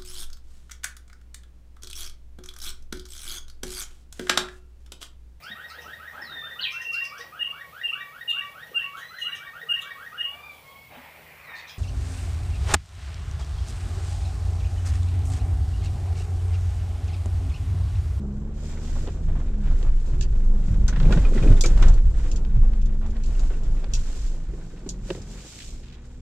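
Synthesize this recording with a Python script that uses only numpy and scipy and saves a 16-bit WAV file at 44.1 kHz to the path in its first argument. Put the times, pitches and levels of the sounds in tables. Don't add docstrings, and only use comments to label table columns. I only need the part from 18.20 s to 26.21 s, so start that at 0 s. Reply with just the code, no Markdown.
import sys
import numpy as np
from scipy import signal
from scipy.fft import rfft, irfft, next_fast_len
from scipy.io import wavfile
from scipy.ndimage import uniform_filter1d, map_coordinates

SR = 44100
rng = np.random.default_rng(int(sys.argv[2]) if len(sys.argv) > 2 else 0)


def bounce(signal):
    frames = np.transpose(np.atleast_2d(signal))
    limited = np.clip(frames, -1, 1)
    pcm = np.round(limited * 32767).astype(np.int16)
    wavfile.write(sys.argv[1], SR, pcm)


N = 353241


def amp(db):
    return 10 ** (np.asarray(db) / 20)


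def unit(x):
    return x / np.sqrt(np.mean(x ** 2) + 1e-20)


def along(points, hz):
    f, v = np.transpose(points)
    return np.interp(np.log(hz + 1), np.log(f + 1), v)


def curves(rows):
    s, *cols = np.transpose(rows)
    return [np.interp(np.arange(N) / SR, s, c) for c in cols]


def wobble(rate):
    knots = rng.standard_normal(int(N * rate / SR) + 4)
    return map_coordinates(knots, [np.arange(N) * rate / SR])


def filtered(x, response):
    m = next_fast_len(N + SR // 2)
    return irfft(rfft(x, m) * response(np.fft.rfftfreq(m, 1 / SR)), m)[..., :N]


def coloured(x, spectrum):
    size = 2 ** 14
    log_gain = np.log(amp(along(spectrum, np.fft.rfftfreq(size, 1 / SR))))
    cepstrum = irfft(log_gain)
    response = irfft(np.exp(rfft(2 * cepstrum[:size // 2], size)))
    return signal.fftconvolve(x, response[None] / np.linalg.norm(response), axes=1)[:, :N]


# pitch_hz, likeness (1 same, 0 unrelated, negative opposed)
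ALIKE = [(50, 1), (250, 0.97), (500, 1), (1000, 0.85), (2000, 0.77), (4000, -.15), (8000, 0.03)]


def spread(pair, lag_s=.00004):
    def turn(hz):
        return np.arccos(np.clip(along(ALIKE, hz), -1, .999)) / 2

    def delays(hz):
        return np.exp(1j * np.pi * lag_s * np.array([-hz, hz]))

    mid, side = filtered(pair, lambda hz: np.array([np.cos(turn(hz)), np.sin(turn(hz))]))
    return filtered(np.array([mid + side, mid - side]), delays)


def shaken(force, spectrum):
    return spread(coloured(force * rng.standard_normal((2, N)), spectrum))


def blow(s, db, t60, attack):
    t = np.arange(SR // 2) / SR
    force = np.zeros(N + SR)
    force[round(s * SR):][:len(t)] = amp(db - 60 * t / t60) * (1 - np.exp(-t / attack))
    return force[:N]


def ring(s, db, hz, t60, attack):
    return blow(s, db, t60, attack) * np.sin(2 * np.pi * hz * (np.arange(N) / SR - s))


def grains(rate, size_db, life):
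    sizes = amp(size_db * np.minimum(rng.exponential(size=N), 3))
    hits = (rng.random(N) < rate / SR) * sizes
    power = signal.lfilter([1], [1, -np.exp(-1 / (life * SR))], hits ** 2)
    return unit(np.sqrt(power))


def swell(s, length, rise, fall):
    t = np.arange(N) / SR - s
    return np.exp(-(np.minimum(t, 0) / rise) ** 2 - np.maximum(t - length, 0) / fall)


def resonant(spectrum, modes):
    hz = np.geomspace(20, SR / 2, 2000)
    lift = sum(db / (1 + (2 * (hz - centre) / width) ** 2) for centre, width, db in modes)
    return np.transpose([hz, along(spectrum, hz) + lift])


# time_s, firing_rate_hz, load_db (before the cabin)
REVS = [(0, 67, -29.5), (.15, 68.56, -35.5), (.33, 72.43, -38), (.55, 75.26, -36.5), (.75, 76.5, -35.5),
        (.92, 82.5, -33.5), (1.1, 80.66, -33.5), (1.27, 74.77, -37.5), (1.41, 68, -36), (1.52, 63.63, -35),
        (1.8, 60.14, -40), (2.05, 63.3, -31.5), (2.27, 67.5, -41), (2.6, 68.16, -39), (3.1, 74.6, -41.5),
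        (3.6, 68.4, -61), (4.2, 67.26, -44), (4.5, 71.33, -41), (4.85, 72.1, -38.5), (5.15, 75.75, -44.5),
        (5.5, 76.35, -50), (6.3, 50.66, -55.5), (6.8, 43.8, -49), (7.1, 38.1, -48.5), (7.3, 56.06, -58.5),
        (7.6, 62.5, -47.5), (8, 61.8, -47)]
# pitch_hz, level_db
CABIN = [(25, -3), (45, 12.5), (66, 1), (82, 1), (100, -11.5), (130, -8), (150, -6.5), (170, -10.5),
         (188, -16.5), (205, -1.5), (222, -5), (250, -28), (290, -24.5), (330, -22), (378, -20.5),
         (430, -25), (500, -36), (900, -50.5)]
# time_s, roughness_db (over plain track)
GROUND = [(0, -5), (.33, -4.5), (.55, -1.5), (1.68, 2.5), (1.82, 2), (2.62, 0.5), (2.78, 5), (2.93, 11.5),
          (2.99, 11.5), (3.03, 10), (3.1, 7.5), (3.15, 14), (3.31, 12.5), (3.39, 10.5), (3.52, 10.5),
          (3.65, 15.5), (3.8, 3), (4.52, -1.5), (4.72, -2), (5.25, 3), (5.6, 1), (6.75, -2.5), (7.1, -1),
          (8, -4.5)]


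def engine(half_db=-18, rough_db=1.8, jitter=0.0022, blur=0.06, flutter_db=1.3):
    hz, load_db = curves(REVS)
    rough, = curves(GROUND)
    shake = np.minimum(amp(rough), 1.5)
    phase = 2 * np.pi * np.cumsum(hz * (1 + jitter * shake * wobble(25))) / SR
    drone = np.zeros(N)
    for k in np.arange(2, 17) / 2:
        level_db = along(CABIN, k * hz) + half_db * (k % 1 > 0) + rough_db * shake * wobble(13)
        scatter = blur * k * shake * wobble(40) + 2 * np.pi * rng.random()
        drone += amp(level_db) * np.sin(k * phase + scatter)
    return np.sqrt(2) * amp(load_db + flutter_db * shake * wobble(45)) * drone


# time_s, firing_rate_hz, level_db (mean, of the lower tone)
AHEAD = [(6, 150, -57), (6.35, 161, -46), (6.6, 180, -52), (6.8, 186, -44), (7.05, 200, -50),
         (7.3, 222, -65), (7.6, 230, -55), (8, 246, -55)]


def car_ahead(second_db=-13, rough_db=2):
    hz, db = curves(AHEAD)
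    phase = 2 * np.pi * np.cumsum(hz * (1 + 0.00636 * wobble(12))) / SR
    tones = np.sin(phase) + amp(second_db) * np.sin(2 * phase)
    return np.sqrt(2) * amp(db + rough_db * wobble(41)) * tones


# time_s, sway_db (relative), tyre_roar_db (on plain track)
CLIMB = [(0, -32, -41.5), (.9, -28.5, -45), (1.5, -24.5, -50.5), (2.75, -18.5, -44.5), (3.6, -15, -52),
         (4.1, -18, -45.5), (5.9, -24.5, -49), (6.55, -37, -48), (7.1, -46, -48), (7.3, -55, -51),
         (8, -39, -51.5)]
# deepest_s, boom_db, spring_thud_db (both relative)
RUTS = [(.22, -34, -42), (.76, -22, -50), (1.11, -18, -35.5), (1.33, -21, -57), (1.53, -14.5, -34),
        (1.72, -13, -38.5), (1.979, -18.5, -39.5), (2.16, -16, -35), (2.31, -13, -37.5), (2.52, -21, -29),
        (2.63, -14.5, -31), (2.87, -11, -23), (3.06, -13, -48), (3.3, -7.5, -27), (3.549, -12.5, -27.5),
        (3.68, -6.5, -30.5), (3.86, -13, -41), (4.42, -10, -60), (4.661, -14.5, -64), (5.121, -17, -50),
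        (5.259, -16.5, -39), (5.52, -17.5, -50), (5.78, -19, -39.5), (6.079, -21, -61), (6.28, -26.5, -59),
        (6.83, -35, -41), (7.54, -32.5, -64)]
RUT_RISE_S, RUT_FALL_S = 0.09, 0.081
# (per Hz, relative)
BOOM = [(8, -28.5), (16, -13), (24, 8.5), (34, -9.5), (47, -4), (60, -20), (80, -25), (110, -27),
        (200, -55.5), (400, -120)]
THUD = [(40, -26), (70, -3.5), (112, 3.5), (165, -0.5), (230, -15.5), (320, -23.5), (700, -61)]
ROAR = [(120, -17.5), (220, 3.5), (320, -1.5), (480, -5), (620, -11), (900, -16), (1400, -22.5),
        (3000, -52.5), (8000, -67)]
THUD_GROWS, ROAR_GROWS = 0.77, 1.046


def chassis(boom_db=-1, patter_db=-44, thud_db=-2, steady=0.05, heave_s=0.018):
    sway_db, tyre_db = curves(CLIMB)
    rough, = curves(GROUND)
    shapes = np.array([swell(s, heave_s, RUT_RISE_S, RUT_FALL_S) for s, _, _ in RUTS])
    heave, thud = np.sqrt(amp(np.transpose(RUTS)[1:]) ** 2 @ shapes ** 2)
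    sway = shaken(np.ones(N), BOOM)
    power = uniform_filter1d(sway[0] ** 2, size=SR // 14)
    sway = sway / np.sqrt(abs(power) + steady)
    boom = amp(boom_db) * np.hypot(amp(sway_db), heave) * sway
    patter = amp(patter_db + tyre_db - tyre_db.mean() + THUD_GROWS * rough + 2.0 * wobble(7.0))
    springs = shaken(np.hypot(patter, amp(thud_db) * thud), THUD)
    rolling = amp(tyre_db + ROAR_GROWS * rough)
    tyres = shaken(rolling * grains(rate=150, size_db=3.0, life=0.017), ROAR)
    return boom + springs + tyres


# start_s, length_s, hiss_db, drumming_db (both relative)
SURGES = [(0.397, .04, -61.5, -62), (0.47, 0.047, -54, -51.5), (0.646, 0.19, -53, -53.5),
          (1.467, 0.036, -65, -53), (2.488, 0.014, -58.5, -52.5), (4.012, 0.056, -56, -51),
          (4.509, 0.03, -82, -66), (5.08, 0.18, -57.5, -59), (5.527, 0.25, -81, -62),
          (5.79, 0.28, -52, -58), (6.39, 0.13, -64, -64), (6.903, 0.054, -52, -56),
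          (7.126, 0.11, -52.5, -57), (7.297, 0.17, -48.5, -73)]
SURGE_RISE_S, SURGE_FALL_S = 0.057, 0.09


def surges():
    shapes = np.array([swell(s, length, SURGE_RISE_S, SURGE_FALL_S) for s, length, _, _ in SURGES])
    return np.sqrt(amp(np.transpose(SURGES)[2:]) ** 2 @ shapes ** 2)


# (per Hz, relative)
SAND = [(880, -17), (1500, -21.5), (2200, -8), (2970, -5.5), (3210, -5.5), (3720, -4.5), (6190, -3),
        (7230, -0.5), (7670, -1), (8290, -8), (10700, -20), (14500, -23.5), (15500, -41)]
SAND_GROWS = 0.91


def sand(spray_db=2, trickle_db=-66, grit_db=-68):
    rough, = curves(GROUND)
    thrown = amp(SAND_GROWS * rough + wobble(8.6))
    hiss, _ = surges()
    stream = np.hypot(amp(trickle_db) * thrown, hiss) * grains(rate=3000, size_db=2, life=.002)
    grit = amp(grit_db) * thrown * grains(rate=18, size_db=2, life=0.023)
    return shaken(amp(spray_db) * np.hypot(stream, grit), SAND)


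# start_s, level_db (relative), pitch_hz
RATTLES = [(0.57, -35, 2160), (2.01, -38, 1740), (2.683, -22, 1440), (2.726, -25, 1445),
           (2.758, -22.5, 1670), (2.799, -27, 1450), (2.83, -34, 1500), (2.851, -29, 2416),
           (2.925, -16.5, 1466), (2.971, -22.5, 1510), (3.048, -25, 1250), (3.175, -22, 2007),
           (3.224, -22.5, 2480), (3.273, -26, 2420), (3.314, -28.5, 1300), (3.366, -31.5, 3530),
           (3.444, -17, 1318), (3.577, -41, 1466), (3.625, -16, 1440), (4.812, -39, 1437),
           (5.15, -38, 2780), (5.302, -32.5, 1494), (5.334, -36, 2700), (5.484, -44, 1498),
           (5.602, -51, 1100), (5.641, -38, 1480), (6.658, -46, 1440), (6.903, -35, 2807)]
# (per Hz, relative)
CHATTER = [(400, -9.5), (800, 1.5), (1150, 1), (1480, 0.5), (1900, 1), (2400, -5.5), (3200, -3),
           (5000, -13.5), (8000, -20.5), (15000, -72.5)]
# pitch_hz, width_hz, lift_db
PANELS = [(1487, 176, 4.8), (1750, 68, 0.87), (2456, 320, 5.3), (3800, 110, 5)]
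CHATTER_GROWS = 0.98


def trim(chatter_db=-60.0, sand_db=-1, rattle_db=-12.5, rattle_t60=0.11, ring_db=-12.0, ring_t60=0.073, buzz=0.9):
    rough, = curves(GROUND)
    _, drumming = surges()
    drive = np.hypot(amp(chatter_db + CHATTER_GROWS * rough), amp(sand_db) * drumming)
    small = drive * grains(rate=320, size_db=5, life=0.01)
    large = sum(blow(s, db + rattle_db, rattle_t60, attack=0.0029) for s, db, _ in RATTLES)
    t = np.arange(N) / SR
    flutter = buzz * wobble(500)
    rings = sum(blow(s, db + ring_db, ring_t60, attack=.001) * np.sin(2 * np.pi * hz * t + flutter)
                for s, db, hz in RATTLES)
    return shaken(np.hypot(small, large), resonant(CHATTER, PANELS)) + rings


# start_s, length_s, level_db
CRUNCHES = [(.757, 0.014, -46.5), (.875, 0.0078, -42.5), (1.088, 0.023, -48), (1.16, 0.014, -49.5),
            (1.198, 0.02, -48), (1.43, 0.036, -54), (1.512, .015, -50), (1.635, .06, -49.5),
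            (1.92, .04, -56), (2.912, 0.015, -35), (3.58, 0.037, -44), (3.665, .04, -43),
            (4.32, 0.013, -59.5), (4.362, 0.015, -54), (4.435, .03, -51.5), (4.535, 0.028, -55),
            (4.82, .06, -52), (4.955, 0.023, -52.5), (5.2, 0.039, -51.5), (5.305, 0.0088, -47),
            (5.63, 0.014, -51.5)]
# start_s, length_s, level_db
SCUFFS = [(7.19, 0.042, -58.5), (7.385, .04, -48.5), (7.635, 0.077, -58.5), (7.731, 0.016, -53.5)]
# (per Hz, relative)
CRUNCH = [(200, -34.5), (450, 1), (700, 4), (1100, -1), (1600, -5), (2400, -12), (3400, -15.5),
          (5000, -26.5), (9000, -44)]
SCUFF = [(800, -25), (1500, -1.5), (2500, 3.5), (3200, 4.5), (4300, 1), (5500, -3), (7500, -6),
         (10000, -25.5)]


def gravel(rise_s=.008, fall_s=.013):
    def bursts(rows):
        return np.sqrt(sum((amp(db) * swell(s, length, rise_s, fall_s)) ** 2 for s, length, db in rows))

    crunch = bursts(CRUNCHES) * grains(rate=540, size_db=2.5, life=0.0034)
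    scuff = bursts(SCUFFS) * grains(rate=600, size_db=3, life=.0012)
    return shaken(crunch, CRUNCH) + shaken(scuff, SCUFF)


# start_s, length_s, level_db
PLOUGHS = [(.84, 0.035, -41.5), (2.86, 0.11, -36), (3.125, .06, -33.5), (3.24, 0.089, -31)]
# (per Hz, relative)
UNDERBODY = [(90, -18), (170, -1.5), (240, 2), (350, -1.5), (480, -6), (700, -14), (1500, -60)]


def ploughing(rise_s=0.014, fall_s=0.028):
    push = sum(amp(db) * swell(s, length, rise_s, fall_s) for s, length, db in PLOUGHS)
    return shaken(push * grains(rate=220, size_db=2.5, life=0.008), UNDERBODY)


# start_s, level_db (relative)
CRACKS = [(.874, -35), (1.628, -36), (2.8, -29), (2.83, -31), (2.924, -21), (3.576, -31), (3.627, -22),
          (4.249, -38), (4.534, -40), (4.966, -39), (5.642, -33), (6.902, -29), (6.904, -25), (6.949, -36)]
# (per Hz, relative)
CRACK = [(200, -20), (500, -2), (1450, 0), (2100, -3), (2900, 0), (3700, -2), (5000, -8), (8000, -20),
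         (12000, -42)]


def cracks(crack_db=-3, t60=.022, attack=.0004):
    slaps = sum(blow(s, db + crack_db, t60, attack) for s, db in CRACKS)
    return shaken(slaps, CRACK)


# start_s, level_db (relative), pitch_hz
KNOCKS = [(0.875, -23, 402), (.897, -31, 430), (1.099, -38, 522.6), (1.628, -33, 470), (2.975, -21, 560),
          (3.122, -19, 340), (3.16, -16, 232), (3.243, -21, 540), (3.437, -16, 483), (3.456, -20, 500),
          (3.625, -20, 310), (5.307, -31.5, 475.5), (6.335, -26, 345), (6.535, -36, 490),
          (6.662, -18.5, 330), (6.89, -27, 560), (6.902, -16, 385.8), (6.908, -19, 530), (6.951, -24, 420),
          (6.975, -28, 500), (7.155, -32, 360)]
# start_s, level_db (relative), pitch_hz
JOLTS = [(1.165, -19.5, 122), (1.658, -31, 124), (1.93, -20.5, 115), (2.502, -15, 83.94),
         (2.776, -16, 131.5), (2.862, -14, 142), (2.904, -15.5, 201), (2.962, -11, 165),
         (2.999, -20, 120.8), (3.15, -17.5, 216), (3.214, -11, 111), (3.3, -5.5, 104), (3.458, -16, 124),
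         (3.606, -17, 102.9), (4.362, -13, 115)]
# start_s, level_db (relative), pitch_hz
CLINKS = [(2.011, -38, 1710), (3.05, -29, 2455), (3.4396, -20.5, 2320)]
# (per Hz, relative)
KNOCK = [(60, -21), (160, 3), (250, -2.5), (370, 8), (530, -7), (760, -17.5), (1250, -30), (2800, -33),
         (5000, -32.5), (9000, -51.5)]
JOLT = [(30, -39.5), (60, 17), (112, 5), (150, 2.5), (215, -2), (280, -8), (500, -23), (1200, -61.5)]


def loose_gear(clink_db=-3, knock_db=-4.0, hollow_db=-7, jolt_db=-9, bounce_db=-1):
    clinks = sum(ring(s, db + clink_db, hz, t60=0.059, attack=0.00049) for s, db, hz in CLINKS)
    knocks = sum(blow(s, db + knock_db, t60=0.041, attack=0.0031) for s, db, _ in KNOCKS)
    hollow = sum(ring(s, db + hollow_db, hz, t60=0.059, attack=0.001) for s, db, hz in KNOCKS)
    jolts = sum(blow(s, db + jolt_db, t60=0.24, attack=0.0036) for s, db, _ in JOLTS)
    bounces = sum(ring(s, db + bounce_db, hz, t60=0.12, attack=0.0036) for s, db, hz in JOLTS)
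    return clinks + hollow + bounces + shaken(knocks, KNOCK) + shaken(jolts, JOLT)


# start_s, level_db (relative), lower_clack_db (relative to the snap), pitch_hz
SNAPS = [(1.626, -43, -10, 7300), (2.01, -27, -6, 4630), (2.024, -33, -5, 4630), (2.68, -22, -18, 6160),
         (2.924, -32, -8, 3940), (3.409, -15, -18, 7450), (3.437, -22, -14, 7320), (3.459, -20, -13, 6590),
         (3.623, -28, -8, 3140), (3.682, -29, -16, 7450), (3.738, -38, -10, 4310), (4.115, -30, -10, 7210),
         (4.16, -32, -10, 7240), (4.616, -43, -4, 3450), (4.658, -42, -9, 3550), (4.862, -45, -10, 3550),
         (4.905, -45, -10, 6830), (5.036, -38, -4, 4200), (5.059, -42, -5, 4350), (5.194, -36, -10, 7190),
         (5.434, -42, -12, 7430), (5.736, -20, -10, 5730), (5.75, -29, -9, 5730), (6.69, -22, -30, 6760),
         (7.017, -39, -18, 5150)]
# (per Hz, relative)
SNAP = [(300, -37.5), (2000, -33.5), (3400, 0.5), (4400, 0.5), (5200, 2.5), (6400, 3.5), (7400, 2.5),
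        (8200, -3.5), (9500, -18.5), (15000, -42.5)]
CLACK = [(300, -46.5), (1600, -30), (2500, 19), (3400, 16.5), (4500, -33), (7000, -45.5), (15000, -51)]
EDGE = [(3000, -39), (7000, -12), (9000, 5), (11000, -6.5), (15000, -10.5)]
# pitch_hz, width_hz, lift_db
PLASTIC = [(2650, 150, 5), (3830, 130, 3), (4600, 160, 6), (5820, 170, 4), (6700, 400, 5), (7320, 140, 2)]


def fittings(snap_db=-9, clack_db=-10, crack_db=5, cabin_t60=0.09, edge_db=-21, edge_grows=1.8):
    def strike(s, db):
        crack = blow(s, db + crack_db, t60=0.006, attack=0.0003)
        return crack + blow(s, db, cabin_t60, attack=0.00071)

    hardest = max(db for _, db, _, _ in SNAPS)
    snaps = sum(strike(s, db + snap_db) for s, db, _, _ in SNAPS)
    clacks = sum(strike(s, db + lower + clack_db) for s, db, lower, _ in SNAPS)
    edges = sum(strike(s, hardest + edge_db + edge_grows * (db - hardest)) for s, db, _, _ in SNAPS)
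    plastic = shaken(snaps, resonant(SNAP, PLASTIC)) + shaken(clacks, resonant(CLACK, PLASTIC))
    return plastic + shaken(edges, EDGE)


def snap_rings(ring_db=-14, ring_t60=.1, buzz=.8):
    t = np.arange(N) / SR
    flutter = buzz * np.array([wobble(900), wobble(680)]) + 2 * np.pi * rng.random((2, 1))
    rings = sum(blow(s, db + ring_db, ring_t60, attack=.0005) * np.sin(2 * np.pi * hz * t + flutter)
                for s, db, _, hz in SNAPS)
    return spread(rings)


def scene():
    rattles = trim() + fittings() + snap_rings() + cracks() + loose_gear() + sand() + gravel()
    rattles = rattles * amp([[-.6], [.6]])
    body = chassis() * amp([[-.15], [.15]])
    return engine() + car_ahead() + ploughing() + body + rattles


TOP_HZ = 15150


def record(dry):
    edges = signal.windows.tukey(N, .001)
    return filtered(dry * edges, lambda hz: hz < TOP_HZ)


dry = scene()
out = record(dry)
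bounce(out)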